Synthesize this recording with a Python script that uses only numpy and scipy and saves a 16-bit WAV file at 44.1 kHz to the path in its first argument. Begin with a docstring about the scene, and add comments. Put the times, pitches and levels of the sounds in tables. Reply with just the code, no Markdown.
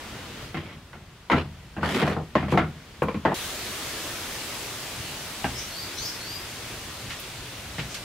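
"""Inside a plank cabin in a forest, the background is louder for the first 0.42 s, then quickly fades under a
quieter one. A hatchet knocks a wedge from under a door: struck notes, plank modes and a dense ring make each
blow. Wedge and blade slide and bump on the floor boards as grainy noise with fine grit on top. Then the
microphone stands on the porch, where shaped noise hisses louder as leaves; the door bumps its post, the hinge
squeaks in wavering tones, and shuffling feet brush the wood in puffs of band noise."""
import sys
import numpy as np
from scipy import signal
from scipy.fft import rfft, irfft, next_fast_len
from scipy.io import wavfile
from scipy.ndimage import uniform_filter1d, map_coordinates

SR = 44100
rng = np.random.default_rng(int(sys.argv[2]) if len(sys.argv) > 2 else 0)


def file_out(sig):
    """Save sig as 16-bit WAV at sys.argv[1]."""
    # one column per channel
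    cols = np.atleast_2d(sig).T
    # limit, then scale
    lim = np.clip(cols, -1, 1)
    pcm = np.round(lim * 32767).astype(np.int16)
    wavfile.write(sys.argv[1], SR, pcm)


N = 354546
T = np.arange(N) / SR
MOVE_S = 3.343  # the microphone goes from the room to the porch


def amp(db):
    """Turn decibels into a linear gain."""
    return 10 ** (np.asarray(db) / 20)


def unit(x):
    """Scale a signal to rms 1."""
    return x / np.sqrt(np.mean(x ** 2) + 1e-20)


def along(points, hz):
    """Read a curve of (Hz, value) points on a log frequency axis."""
    f, v = np.transpose(points)
    return np.interp(np.log(hz + 1), np.log(f + 1), v)


def closed(spectrum, lo_hz, hi_hz):
    """Give a spectrum steep ends."""
    return [(lo_hz, -80), *spectrum, (hi_hz, -80)]


def wobble(rate):
    """A smooth random curve, rate knots a second."""
    knots = rng.standard_normal(int(N * rate / SR) + 4)
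    return map_coordinates(knots, [T * rate])


def stereo_noise(count, alike, gain, size=512):
    """Two noises whose likeness follows frequency, times gain(Hz, s) on the short-time spectrum."""
    hz, t, z = signal.stft(rng.standard_normal((2, count)), SR, nperseg=size)
    turn = np.arccos(np.clip(along(alike, hz), -1, 1))[:, None] / 2
    mid, side = z[0] * np.cos(turn), z[1] * np.sin(turn)
    shaped = np.array([mid + side, mid - side]) * gain(hz[:, None], t)
    return signal.istft(shaped, SR, nperseg=size)[1][:, :count]


def rush(spectrum, alike, patchy_db, dulling_db=0):
    """Noise of rms 1 with patches of random gain; its treble may drift, in dB a second at 10 kHz."""
    def gain(hz, t):
        field = rng.standard_normal((len(hz), len(t)))
        field = uniform_filter1d(uniform_filter1d(field, 20, 0), 4, 1)
        drift = dulling_db * hz / 10000 * (t - t[-1] / 2)
        return amp(along(spectrum, hz) + patchy_db * unit(field) + drift)
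    return unit(stereo_noise(N, alike, gain, size=2048))


def stroke(start, length):
    """Progress 0-1 through a stroke, and seconds since its end."""
    done = np.clip((T - start) / length, 0, 1)
    after = np.maximum(T - start - length, 0)
    return done, after


# background levels, each from its start time: # from_s, rumble_level_db, hiss_level_db, hiss_drift_db_per_s
BACKGROUNDS = [(0, -45, -39.5, -2.5), (0.42, -48.5, -53, 2), (MOVE_S, -44.5, -33, -1.076)]
# relative colours of the leaf hiss, in the room and on the porch, and of the low air: pitch_hz, level_db per Hz
ROOM_HISS = [(120, -36), (200, -1), (359, -5), (599, -7.5), (803, -8.5), (946, -8), (3220, -11),
             (15800, -30)]
PORCH_HISS = [(120, -22), (200, -2), (359, 0.5), (464, -3), (588, -1.5), (848, -4), (3460, -2.5),
              (9300, -9.5), (15800, -15)]
RUMBLE = [(13, -39), (22, -3.5), (96, 1), (135, 1), (163, -7.5), (194, -6.5), (300, -23.5), (390, -29),
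          (660, -120)]
# left-right likeness of far sound: pitch_hz, likeness (1 = same in both channels)
FAR_ALIKE = [(60, 1), (180, 1), (550, 0.87), (1650, 0.71), (4970, 0.14), (15000, 0.099)]
LINGER_DB_PER_S = 79  # the louder early background fades out under the quieter one that follows
DULLING_DB_PER_S = -.9  # at 10 kHz: on the porch the treble of the hiss sinks faster than the rest


def forest():
    """Far leaves hiss and the air rumbles; the walls dull the hiss in the room."""
    rumble_level, hiss_level = np.zeros(N), np.zeros(N)
    ends = [row[0] for row in BACKGROUNDS[1:]] + [N / SR]
    for (start, rumble_db, hiss_db, drift), end in zip(BACKGROUNDS, ends):
        fade = amp(-LINGER_DB_PER_S * np.maximum(T - end, 0))
        same_place = (T < MOVE_S) == (start < MOVE_S)
        here = (T >= start) * fade * same_place
        rumble_level += here * amp(rumble_db)
        hiss_level += here * amp(hiss_db + drift * (T - start))
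    room = rush(closed(ROOM_HISS, 60, 20000), FAR_ALIKE, patchy_db=0.7)
    porch = rush(closed(PORCH_HISS, 60, 20000), FAR_ALIKE, patchy_db=1.0, dulling_db=DULLING_DB_PER_S)
    rumble = rumble_level * rush(RUMBLE, FAR_ALIKE, patchy_db=1.6)
    hiss = hiss_level * amp(0.23 * wobble(3.62)) * np.where(T < MOVE_S, room, porch)
    return (rumble + hiss) * amp([[.3], [-.3]])  # left, right


BLOOM_CYCLES = 1.33  # time constant of the swell, in cycles


def bloom(hz, t):
    """A wide plank takes some cycles to approach its full swing, so the bass comes late."""
    return 1 - np.exp(-t * hz / BLOOM_CYCLES)


def ring(t, hz, db, t60):
    """One mode of the wood: a sine that loses 60 dB in t60 seconds."""
    return amp(db - 60 * t / t60) * np.sin(2 * np.pi * hz * t)


# modes of floor, door and blade, before the scaling by piece and place: pitch_hz, level_db, t60_s
PLANKS = [(81.5, -4, 0.47), (151.4, 1.5, 0.33), (199.4, 1.5, 0.22), (330.6, -3.5, 0.28), (466, -8, 0.13),
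          (839, -3.5, 0.077), (1084, -0.5, 0.069), (1390, -11, 0.059), (2980, -35, 0.049), (6700, -32, .2)]


def plank_modes(t, tilt, size, length):
    """The planks' modes ring with slightly random pitch, level and sign; smaller size is lower and longer."""
    total = 0
    for hz, level_db, t60 in PLANKS:
        sign = rng.choice([-1, 1])
        pitch_hz = size * hz * (1 + 0.027 * rng.normal())
        db = level_db + along(tilt, hz) + rng.normal(0, 3.2)
        mode = ring(t, pitch_hz, db, length * t60 / size ** 2)
        total = total + sign * mode * bloom(size * hz, t)
    return total


# dense ring of boards and walls, before the piece's length factor: pitch_hz, t60_s
RING = [(80, 0.89), (250, 0.3), (1000, 0.24), (3000, 0.21), (10000, 0.11)]
# relative colour of that ring: pitch_hz, level_db per Hz
RING_COLOUR = [(40, -28), (90, -9.5), (200, 2.5), (600, -6.5), (1500, -9), (3000, -12.5), (5000, -27.5),
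               (9000, -40), (16000, -45)]
# left-right likeness of sound from the boards: pitch_hz, likeness (1 = same in both channels)
NEAR_ALIKE = [(100, 1), (500, 0.94), (1500, 0.73), (4000, 0.36)]


def dense_ring(t, tilt, notes_hz, length):
    """Crowded modes of boards and walls as noise that dies by band; the walls return the struck notes."""
    def gain(hz, u):
        bumps_db = 8 * sum(np.exp(-((hz - note) / (.11 * note)) ** 2) for note in notes_hz)
        decay_db = 60 * u / (length * along(RING, hz))
        db = along(RING_COLOUR, hz) + along(tilt, hz) + bumps_db - decay_db
        return bloom(hz, u + 0.0023) * amp(db)
    return stereo_noise(len(t), NEAR_ALIKE, gain)


# knocks on wood: start_s, piece, level_db, thud_db (weight of the bass), hardness_db (weight of the treble)
KNOCKS = [(0.543, "sill", -27.5, 0, -2.5), (0.569, "door", -30, -5, 0), (0.709, "sill", -43, 0, -3.5),
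          (0.749, "board", -47.5, 7.5, -14), (0.931, "wedge", -35, -28, -8),
          (0.948, "sill", -42, -0.5, -15), (1.299, "wedge", -12, -17, -11),
          (1.315, "wedge", -10.5, -15.5, -9), (1.329, "sill", -14.5, -7, -15),
          (1.765, "post", -26.5, -1.5, -12.5), (1.782, "door", -28.5, -10, -17),
          (1.809, "board", -33.5, 7, -6), (1.83, "wedge", -14.5, -15, -17), (2.024, "board", -15, -7, -16),
          (2.075, "door", -19.5, -8, -13), (2.099, "board", -17.5, -19, -18),
          (2.164, "board", -18, -10.5, -32), (2.353, "door", -10.5, -11.5, -10.5),
          (2.426, "sill", -24, 2, -13), (2.482, "door", -27, -9, -9), (2.522, "block", -14.5, -0.5, -13.5),
          (2.542, "board", -16, -9, -33), (2.574, "sill", -9, -13.5, -10),
          (3.02, "block", -11.5, -14, -18.5), (3.037, "wedge", -31, -4, -28),
          (3.084, "block", -18, -23, -14), (3.143, "block", -24, 0, -11),
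          (3.251, "handle", -8.5, -18, -16.5), (3.317, "handle", -18, -17, -16),
          (5.443, "post", -15.5, -14, -9.5), (7.782, "board", -26, -5.5, -5)]
# struck pieces by name: low_hz, mid_hz, high_hz, mid_level_db, ring_length (factor)
PIECES = {"wedge": (952, 1400, 2000, -24, 1.04), "door": (610, 1058, 1880, -8.5, 0.78),
          "board": (464, 762, 1880, -17, 0.9), "sill": (723, 1351, 2100, -11.5, 1.03),
          "block": (495, 1050, 2370, -11.5, 0.72), "post": (810, 1600, 2680, -14, 0.74),
          "handle": (638, 877, 1840, -5, 1.15)}


def knocks():
    """Each blow sounds the notes of the struck piece and the plank modes, over a dense ring."""
    out, t = np.zeros((2, N + SR)), np.arange(SR * 2 // 5) / SR
    for start, piece, level_db, thud_db, hard_db in KNOCKS:
        low_hz, mid_hz, high_hz, mid_db, length = PIECES[piece]
        # soft blows are low, hard ones bright
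        tilt = [(150, thud_db + 13.5), (500, 0), (1300, 0), (2400, hard_db + 7.5)]
        size = 1 if start < MOVE_S else .8  # the free-swinging door is lower than the floor and rings longer
        modes = plank_modes(t, tilt, size, length)
        notes = ring(t, low_hz, -5.5, 0.067) + ring(t, mid_hz, mid_db, 0.091)
        notes += ring(t, high_hz, hard_db - 3.5, 0.037)
        crack = ring(t, 3780, hard_db - 2.5, 0.0038)
        dense = dense_ring(t, tilt, (low_hz, mid_hz, high_hz), length)
        sound = amp(-13.5) * modes + notes + crack + amp(7.5) * dense
        rise_s = 0.0018 * amp(0.63 * thud_db)  # soft, low contacts build up more slowly
        sound *= amp(level_db) * np.sin(np.pi / 2 * np.clip(t / rise_s, 0, 1)) ** 2
        if start < MOVE_S:
            sound *= start + t < MOVE_S  # room knocks stop at the move
        first = round(start * SR)
        out[:, first:first + len(t)] += sound
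    return out[:, :N] * amp([[.4], [-.4]])  # left, right


# sliding on the boards, each fading in ahead of start_s:
# start_s, length_s, first_level_db, last_level_db, grit_db (over the slide, before its swell)
SLIDES = [(0.574, .18, -42, -47, -33), (1.332, 0.048, -38, -29, -29), (1.846, 0.17, -31, -24, -21),
          (2.084, 0.039, -33, -33.5, -22.5), (2.382, .03, -37, -35.5, -31), (2.512, 0.023, -38, -34, -17)]
# relative colours of the sliding boards and of the fine grit: pitch_hz, level_db per Hz
BOARD = [(40, -32), (200, 1.5), (600, -5), (1200, -7.5), (3000, -10), (5000, -22), (7000, -37)]
GRIT = [(3000, -20), (5000, 8), (9000, 5), (13000, 0.5), (16000, -13)]
SLIDE_RISE_S, SLIDE_STOP_DB_PER_S = 0.032, 236
GRIT_SWELL_DB = 5  # the grit swells at mid-stroke, where the slide is fastest


def slides():
    """Rough surfaces catch and slip: grainy noise in the boards, with fine grit on top."""
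    body_level, grit_level = np.zeros(N), np.zeros(N)
    for start, length, first_db, last_db, grit_db in SLIDES:
        done, after = stroke(start, length)
        rise = np.clip(1 + (T - start) / SLIDE_RISE_S, 0, 1)
        level = rise * amp(first_db + (last_db - first_db) * done - SLIDE_STOP_DB_PER_S * after)
        body_level += level
        grit_level += level * amp(grit_db + GRIT_SWELL_DB * np.sin(np.pi * done))
    grain = amp(2.5 * wobble(400) + 1.2 * wobble(60))
    boards = unit(grain * rush(BOARD + [(12000, -80)], NEAR_ALIKE, patchy_db=2.5))
    grit = unit(grain * rush(closed(GRIT, 1500, 20000), NEAR_ALIKE, patchy_db=-1.0))
    return body_level * boards + grit_level * grit


# shoes and cloth brushing wood, each swelling for two half-rises up to start_s:
# start_s, level_db, centre_hz, width_octaves, half_rise_s, t60_s
SCUFFS = [(3.03, -46, 9000, 0.74, 0.0046, 0.087), (7.11, -33, 2080, 0.94, .015, 0.21),
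          (7.198, -40, 12000, .4, .003, .15), (7.795, -30, 2200, 0.74, 0.0079, 0.17),
          (7.92, -42, 6000, 0.42, 0.027, .3), (7.945, -31.5, 3200, 1, 0.003, 0.19)]


def scuffs():
    """Short puffs of friction noise, each in one bell-shaped band."""
    out, t = np.zeros((2, N + SR)), np.arange(SR // 2) / SR
    for start, level_db, centre_hz, octaves, half_rise, t60 in SCUFFS:
        def band(hz, u):
            return np.exp(-.5 * (np.log2((hz + 1) / centre_hz) / octaves) ** 2) + 0 * u
        rise = 2 * half_rise
        shape = np.where(t < rise, (t / rise) ** 2, amp(-60 * (t - rise) / t60))
        first = round((start - rise) * SR)
        puff = unit(stereo_noise(len(t), NEAR_ALIKE, band))
        out[:, first:first + len(t)] += amp(level_db) * shape * puff
    return out[:, :N]


# hinge squeaks, each fading in ahead of start_s; pitches before the waver, level before flutter and walls:
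# start_s, length_s, first_pitch_hz, last_pitch_hz, peak_level_db, end_waver_percent (of pitch)
SQUEAKS = [(5.549, 0.043, 5210, 5750, -31, 9.5), (5.715, 0.11, 4280, 4730, -33.5, 4),
           (5.945, .08, 5200, 6410, -33.5, 6), (5.975, .1, 3870, 5360, -29.5, 8),
           (6.216, .13, 4260, 4900, -34.5, 2.6)]
SQUEAK_SWELL_DB, SQUEAK_FALL_DB_PER_S = 1, 230  # swell for each % of waver; fall after the stroke
WAVER_START = .5  # share of the waver at the start


def hinge():
    """The pin sticks and slips: a wavering whistle with a rough upper band, smeared by the porch walls.
    Each squeak climbs, swells and roughens as the pin speeds up, then dies on its last pitch."""
    dry = np.zeros(N)
    slip, rattle, flutter = wobble(700), wobble(900), amp(2.5 * wobble(120))
    for start, length, first_hz, last_hz, peak_db, waver in SQUEAKS:
        done, after = stroke(start, length)
        hz = first_hz + (last_hz - first_hz) * done
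        # rough squeaks swell most
        db = peak_db - SQUEAK_SWELL_DB * waver * (1 - done) - SQUEAK_FALL_DB_PER_S * after
        rough = waver / 100 * (WAVER_START + (1 - WAVER_START) * done)
        phase = 2 * np.pi * np.cumsum(hz * (1 + rough * slip)) / SR
        plate = amp(-10.5) * np.exp(-((2.7 * hz - 13300) / 1800) ** 2)  # loudest at a mode of the hinge plate
        upper = plate * np.sin(2.65 * phase + 1.6 * rattle)
        rise = np.clip(1 + (T - start) / 0.017, 0, 1)
        dry += amp(db) * flutter * rise * (np.sin(phase) + upper)
    walls = stereo_noise(SR // 4, [(1000, 0.063)], lambda hz, t: amp(-60 * t / 0.35 + 0 * hz), size=256)
    walls = walls / np.linalg.norm(walls[0])
    wet = signal.fftconvolve(dry[None], walls, axes=1)[:, :N]
    return amp([[-1.5], [-9]]) * dry + amp(-2.5) * wet  # the direct squeak leans left


def scene():
    """Sum the layers in the order they first sound."""
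    return forest() + knocks() + slides() + scuffs() + hinge()


TOP_HZ = 15760  # band limit of the recorder


def record(dry):
    """The microphone loses the deepest bass; the recorder keeps nothing above its band limit."""
    m = next_fast_len(N + SR // 4)
    hz = np.fft.rfftfreq(m, 1 / SR)
    bass_cut = (1j * hz / (1j * hz + 28)) ** 2
    return irfft(rfft(dry, m) * bass_cut * (hz < TOP_HZ), m)[:, :N]


dry = scene()
out = record(dry)
file_out(out)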